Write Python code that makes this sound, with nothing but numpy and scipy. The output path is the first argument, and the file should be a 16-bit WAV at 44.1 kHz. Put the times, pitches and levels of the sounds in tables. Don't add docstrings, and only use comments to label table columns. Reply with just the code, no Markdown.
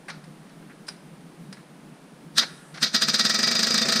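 import sys
import numpy as np
from scipy import signal
from scipy.fft import rfft, irfft, next_fast_len
from scipy.io import wavfile
from scipy.ndimage import uniform_filter1d, map_coordinates

SR = 44100
rng = np.random.default_rng(int(sys.argv[2]) if len(sys.argv) > 2 else 0)


def dump_mix(stems):
    frames = np.atleast_2d(stems).T
    limited = np.clip(frames, -1, 1)
    pcm = np.round(limited * 32767).astype(np.int16)
    wavfile.write(sys.argv[1], SR, pcm)


N = 4 * SR

# t/s, clack/dB, thump/dB, ring/dB, crack/dB
STROKES = [(2.3813,-13,-33,-15,-12), (2.829,-15,-30.5,-16.5,-20), (2.947,-15.5,-27.5,-13.5,-16),
           (3.0205,-16,-28.5,-15.5,-15), (3.085,-18,-30,-16,-17), (3.1418,-18,-30,-16.5,-17.5),
           (3.1948,-16.5,-27.5,-12,-15), (3.2514,-17,-28,-16.5,-16), (3.2974,-18.5,-31,-15,-16),
           (3.3451,-19.5,-30,-16,-17), (3.391,-20.5,-29,-23,-18.5), (3.4303,-18.5,-29,-15,-22),
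           (3.4738,-19.5,-27,-19,-23), (3.5142,-20,-30,-17.5,-17), (3.5529,-20.5,-31.5,-16.5,-17),
           (3.5928,-19,-28.5,-19.5,-17), (3.6311,-18,-29,-18.5,-17), (3.67,-20,-32,-19,-19),
           (3.707,-20.5,-28.5,-19.5,-18.5), (3.7432,-19,-27,-15.5,-14), (3.7791,-19,-27,-16,-16.5),
           (3.8173,-20,-25.5,-16.5,-18), (3.8546,-24.5,-30,-40,-29), (3.8869,-18.5,-25,-18.5,-18),
           (3.9231,-18,-27.5,-18,-15), (3.96,-18.5,-25.5,-20,-21), (3.9983,-17,-25,-21,-16.5)]
def solenoid():
    times, clack_db, thump_db, ring_db, crack_db = np.transpose(STROKES)
    return (clacks(times, clack_db) + cracks(times, crack_db)
            + housing_ring(times, ring_db) + body_thumps(times, thump_db))


# f/Hz, relative density/dB
CLACK_COLOUR = [(100, -17), (300, -15), (520, -11), (760, -15.5), (950, -16.5), (1330, -5), (1550, -7.5),
                (1850, -3.5), (2080, -12), (2480, -8), (2900, -12.5), (3350, -7.5), (3800, -3),
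                (4130, -1.5), (4250, -2), (4550, 0), (5050, 2), (5400, -5.5), (5900, -6.5), (6500, -13.5),
                (7200, -20.5), (8900, -17), (9300, -24.5), (11500, -30.5), (13500, -24.5), (16000, -46)]
# f/Hz, gain/dB
SCRAPE_COLOUR = [(200, 2), (550, 5.5), (1500, 2.5), (5000, -2.5), (7500, 9), (13000, -4)]
# f/Hz, gain/dB
TAIL_COLOUR = [(200, 1.5), (1500, 1), (5000, -1), (7000, 7.5), (10000, -8.5), (15000, -2)]
# f/Hz, gain/(dB per dB above the mean stroke)
FORCE_COLOUR = [(500, -1.94), (1500, 0), (2400, -0.96), (3000, 0.4), (3800, 1), (5000, -0.36),
                (6000, -0.26), (7800, -0.37), (10500, 1.17), (14000, -0.1)]
def clacks(times, levels_db):
    lead_s, early_s, tail_t60_s = .04, .021, .19
    rise_db_per_s, sag_db_per_s = 1204, 294
    punch_db, punch_delay_s, punch_width_s = 5.5, .0034, .00037
    t = np.arange(SR // 2) / SR - lead_s
    hz = np.fft.rfftfreq(len(t), 1 / SR)
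    scrape_env = (t < 0) * amp(-2 - rise_db_per_s * np.abs(t))
    bay_env = (t >= 0) * amp(-sag_db_per_s * t) * np.clip((early_s - t) / .002 + .5, 0, 1)
    punch_env = amp(punch_db) * np.exp(-((t - punch_delay_s) / punch_width_s) ** 2)
    early_env = np.hypot(bay_env, punch_env)
    tail_env = (t > 0) * amp(-9 - 60 * (t - early_s) / tail_t60_s)
    bay = reflections(early_env, passes=8)
    alike = .89 * np.exp(-(t / .028) ** 2)
    colour = unit(gain(CLACK_COLOUR, hz))
    track = np.zeros(N)
    for start, db in zip(times, levels_db):
        blow = rfft(np.sqrt(alike) * bay + np.sqrt(1 - alike) * burst(early_env, bins=50))
        scrape = gain(SCRAPE_COLOUR, hz) * rfft(burst(scrape_env, bins=150))
        tail = gain(TAIL_COLOUR, hz) * rfft(burst(tail_env, bins=50))
        force = amp(along(FORCE_COLOUR, hz) * (db - levels_db.mean()))
        clack = irfft((scrape + blow + tail) * colour * force, len(t))
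        add(track, start - lead_s, amp(db - 3) * clack)
    return track


# f/Hz, relative density/dB
CRACK_COLOUR = [(300, -41), (1500, 9), (3000, 0.5), (5000, -4), (7000, 10.5), (8700, 3.5), (9400, -22),
                (11500, -30.5), (13500, -5), (16000, -7)]
# f/Hz, level/dB, t60/s
SNAP_MODES = [(7720, -2.5, 0.0078), (8120, -1.5, 0.0067), (8700, -4.5, 0.0085)]
def cracks(times, levels_db):
    lead_s, t60_s = .04, .0097
    t = np.arange(SR // 2) / SR - lead_s
    contact = burst((t >= 0) * amp(-60 * np.abs(t) / t60_s), bins=500)
    track = np.zeros(N)
    for start, db in zip(times, levels_db):
        add(track, start - lead_s, amp(db - 5) * contact)
    snaps = strikes(SNAP_MODES, times, levels_db - 2.5, rise_s=.00061, scatter_db=1.5)
    return coloured(track, CRACK_COLOUR) + snaps


# f/Hz, level/dB, t60/s
HOUSING_MODES = [(1280, -12, .19), (1904, -13, .16), (1944, -14, .15), (2299, -15, .2), (3629, -8, .15),
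                 (3811, -6, .14), (4129, -5, .13), (4565, -5, .11), (4753, -8, .14), (4863, 1, .16),
                 (4927, -7, .13), (5082, -6, .11), (5529, -11, .13), (5890, -9, .12)]
def housing_ring(times, levels_db):
    return strikes(HOUSING_MODES, times, levels_db - 3.5, rise_s=.0065, scatter_db=3)


# f/Hz, level/dB, t60/s
BODY_MODES = [(196, -2.5, 0.08), (220.5, 4, 0.12), (242, -2, 0.13), (388.6, -11, 0.18), (490.7, -7, .15),
              (663.3, -7, 0.2)]
def body_thumps(times, levels_db):
    return strikes(BODY_MODES, times - .00614, levels_db + .5, rise_s=.0074, scatter_db=.5)


# t/s, hold/s, knock/dB, ring/dB, tick/dB, ping/dB
CONTACTS = [(0.083, 0.018, -35.5, -47, -51, -55), (.101, 0.0047, -35.5, -37, -62, -56),
            (0.24, 0.0029, -49, -52.5, -57, -58), (0.495, .004, -54, -55, -70, -73),
            (0.624, .006, -52, -66, -77, -80), (0.697, 0.025, -51, -73, -77, -80),
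            (.868, 0.018, -64, -55, -56, -51), (0.882, 0.0078, -39, -40, -40.5, -46),
            (0.8862, 0.0036, -36.5, -46, -57, -29.5), (1.527, 0.0038, -41.5, -43.5, -47, -44.5),
            (1.57, 0.0045, -46.5, -58, -67, -70), (2.413, 0.028, -31, -35, -59.5, -60),
            (2.742, 0.025, -45, -46.5, -65, -65), (2.773, 0.013, -39.5, -43, -72, -58),
            (2.86, 0.022, -42, -33.5, -65, -62)]
# f/Hz, relative density/dB
KNOCK_COLOUR = [(150, -17), (400, -6), (800, -4), (1050, -5), (1400, 2), (1800, 1), (2200, -0.5),
                (3000, -13.5), (6000, -47)]
# f/Hz, relative density/dB
RING_COLOUR = [(1500, -26), (3200, -6.5), (4200, -1.5), (5100, -5), (5800, -6.5), (6800, -15), (10000, -46)]
# f/Hz, relative density/dB
TICK_COLOUR = [(4000, -30), (7000, -6), (8800, 5), (10000, 2), (11500, -17), (15500, -20)]
# f/Hz, level/dB, t60/s
PING_MODES = [(4870, -5, 0.085), (4990, 1, 0.036), (5120, -2, .05), (5290, -6, 0.047), (5640, -8, .06),
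              (1820, -10, 0.036), (1350, -31, 0.044)]
def knocks():
    rise_s, t60_s, tail_db, tail_t60_s = .004, .04, -13, .31
    t = np.arange(SR // 3) / SR
    bands, pings = np.zeros((3, N)), np.zeros(N)
    for start, hold_s, *bands_db, ping_db in CONTACTS:
        after = np.maximum(t - hold_s, 0)
        decay = np.hypot(amp(-60 * after / t60_s), amp(tail_db - 60 * after / tail_t60_s))
        envelope = np.minimum(t / rise_s, 1) * decay
        for band, db in zip(bands, bands_db):
            add(band, start - rise_s / 2, amp(db) * burst(envelope, bins=100))
        add(pings, start, amp(ping_db) * ring(PING_MODES, rise_s=.0002, scatter_db=.5))
    return pings + sum(map(coloured, bands, (KNOCK_COLOUR, RING_COLOUR, TICK_COLOUR)))


# f/Hz, t60/s
YARD_T60 = [(200, 9.5), (1500, 1.5), (4500, 0.6), (7000, 1), (9000, 14.2), (14000, 5)]
# f/Hz, gain/dB
YARD_COLOUR = [(200, -27), (1500, -15.5), (4500, -26), (7000, -22), (9500, -20), (14000, -28)]
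def yard_echo(x):
    hz, t, noise = signal.stft(rng.standard_normal(SR), SR, nperseg=256)
    decay = amp(-60 * t / along(YARD_T60, hz)[:, None])
    decay /= np.sqrt(np.mean(decay ** 2, axis=1, keepdims=True))
    _, tail = signal.istft(noise * decay * gain(YARD_COLOUR, hz)[:, None], SR, nperseg=256)
    return signal.fftconvolve(x, tail / np.sqrt(SR))[:N]


# f/Hz, relative density/dB
RUMBLE_COLOUR = [(20, -24), (108, -29), (128, -17), (152, 2), (190, -3), (240, -8.5), (310, -10),
                 (450, -20.5), (900, -46.5)]
# f/Hz, relative density/dB
AIR_COLOUR = [(20, -18), (110, -33), (200, 4.5), (500, 3), (900, -0.5), (1700, -5.5), (3300, -11.5),
              (5000, -14.5), (7000, -18.5), (9500, -21.5), (11500, -25), (15500, -55)]
# t/s, level/dB
BUMPS = [(1.178, -35), (1.508, -33), (1.92, -36.5), (2.12, -36.5)]
# f/Hz, level/dB, t60/s
BUMP_MODES = [(145.4, -4, .08), (187, 1.5, 0.066), (260, -3, 0.037)]
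def outdoors():
    rumble = amp(-48.5 + 2.5 * wobble(knots_per_s=28.13)) * coloured(rng.standard_normal(N), RUMBLE_COLOUR)
    bumps = strikes(BUMP_MODES, *np.transpose(BUMPS), rise_s=.0091, scatter_db=3)
    air = amp(-53) * coloured(rng.standard_normal(N), AIR_COLOUR)
    return rumble + thin_bass(bumps) + air


# t/s, level/dB
HISS_LEVEL = [(2.36, -69), (2.42, -57), (2.7, -61.5), (2.9, -67), (4, -76)]
# f/Hz, relative density/dB
HISS_COLOUR = [(6800, -40), (8000, -4), (9200, 0), (10500, -4), (12000, -19), (15000, -36)]
def hiss():
    level_db = np.interp(np.arange(N) / SR, *np.transpose(HISS_LEVEL))
    return amp(level_db) * coloured(rng.standard_normal(N), HISS_COLOUR)


# f/Hz, gain/dB
LOW_CUT = [(20, -14), (100, -17), (140, 4), (300, 0)]
def thin_bass(x):
    return filtered(x, lambda hz: gain(LOW_CUT, hz))


def strikes(modes, times, levels_db, rise_s, scatter_db):
    track = np.zeros(N)
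    for start, db in zip(times, levels_db):
        add(track, start, amp(db) * ring(modes, rise_s, scatter_db))
    return track


def ring(modes, rise_s, scatter_db):
    drift_rad_per_root_s = 2.65
    t = np.arange(SR // 5) / SR
    hz, db, t60 = np.transpose(modes)[:, :, None]
    walk = np.cumsum(rng.standard_normal((len(modes), len(t))), axis=1) / np.sqrt(SR)
    phase = 2 * np.pi * (hz * t + rng.random(hz.shape)) + drift_rad_per_root_s * walk
    decay = amp(db + scatter_db * rng.standard_normal(hz.shape) - 60 * t / t60)
    return (1 - np.exp(-t / rise_s)) * np.sum(decay * np.sin(phase), axis=0)


def reflections(envelope, passes):
    x = rng.standard_normal(len(envelope)) * envelope
    for _ in range(passes):
        z = rfft(x)
        x = irfft(z / (np.abs(z) + 1e-20), len(x))
        x *= envelope / local_rms(x, 40)
    return x


def burst(envelope, bins):
    z = rfft(rng.standard_normal(len(envelope)) * envelope)
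    return irfft(z / local_rms(z, bins), len(envelope)) * np.linalg.norm(envelope)


def local_rms(x, size):
    return np.sqrt(np.abs(uniform_filter1d(np.abs(x) ** 2, size)) + 1e-20)


def amp(db):
    return 10 ** (np.asarray(db) / 20)


def unit(x):
    return x / np.sqrt(np.mean(x ** 2) + 1e-20)


def along(points, hz):
    f, v = np.transpose(points)
    return np.interp(np.log(hz + 1), np.log(f + 1), v)


def gain(points, hz):
    return amp(along(points, hz))


def filtered(x, response):
    m = next_fast_len(N + SR // 2)
    return irfft(rfft(x, m) * response(np.fft.rfftfreq(m, 1 / SR)), m)[..., :N]


def coloured(x, spectrum):
    return filtered(x, lambda hz: unit(gain(spectrum, hz)))


def wobble(knots_per_s):
    knots = rng.standard_normal(int(N * knots_per_s / SR) + 4)
    return map_coordinates(knots, [np.arange(N) * knots_per_s / SR])


def add(track, start_s, sound):
    i = max(round(start_s * SR), 0)
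    part = track[i:i + len(sound)]
    part += sound[:len(part)]


# f/Hz, side over mid/dB
WIDTH = [(100, -58), (5000, -65.5), (9000, -52.5), (11000, -18), (13000, -1.5), (16000, -5)]
def scene():
    vehicle = thin_bass(solenoid() + knocks())
    mid = vehicle + yard_echo(vehicle) + outdoors() + hiss()
    scatter = reflections(np.hanning(256), passes=4)
    diffuse = signal.fftconvolve(mid, scatter / np.linalg.norm(scatter), mode="same")
    side = filtered(diffuse, lambda hz: gain(WIDTH, hz))
    return np.array([mid + side, mid - side])


def record(dry):
    ceiling, top_hz = .59, 15600
    rounded = dry / (1 + np.abs(dry / ceiling) ** 10) ** (1 / 10)
    return filtered(rounded, lambda hz: hz < top_hz)


dry = scene()
out = record(dry)
dump_mix(out)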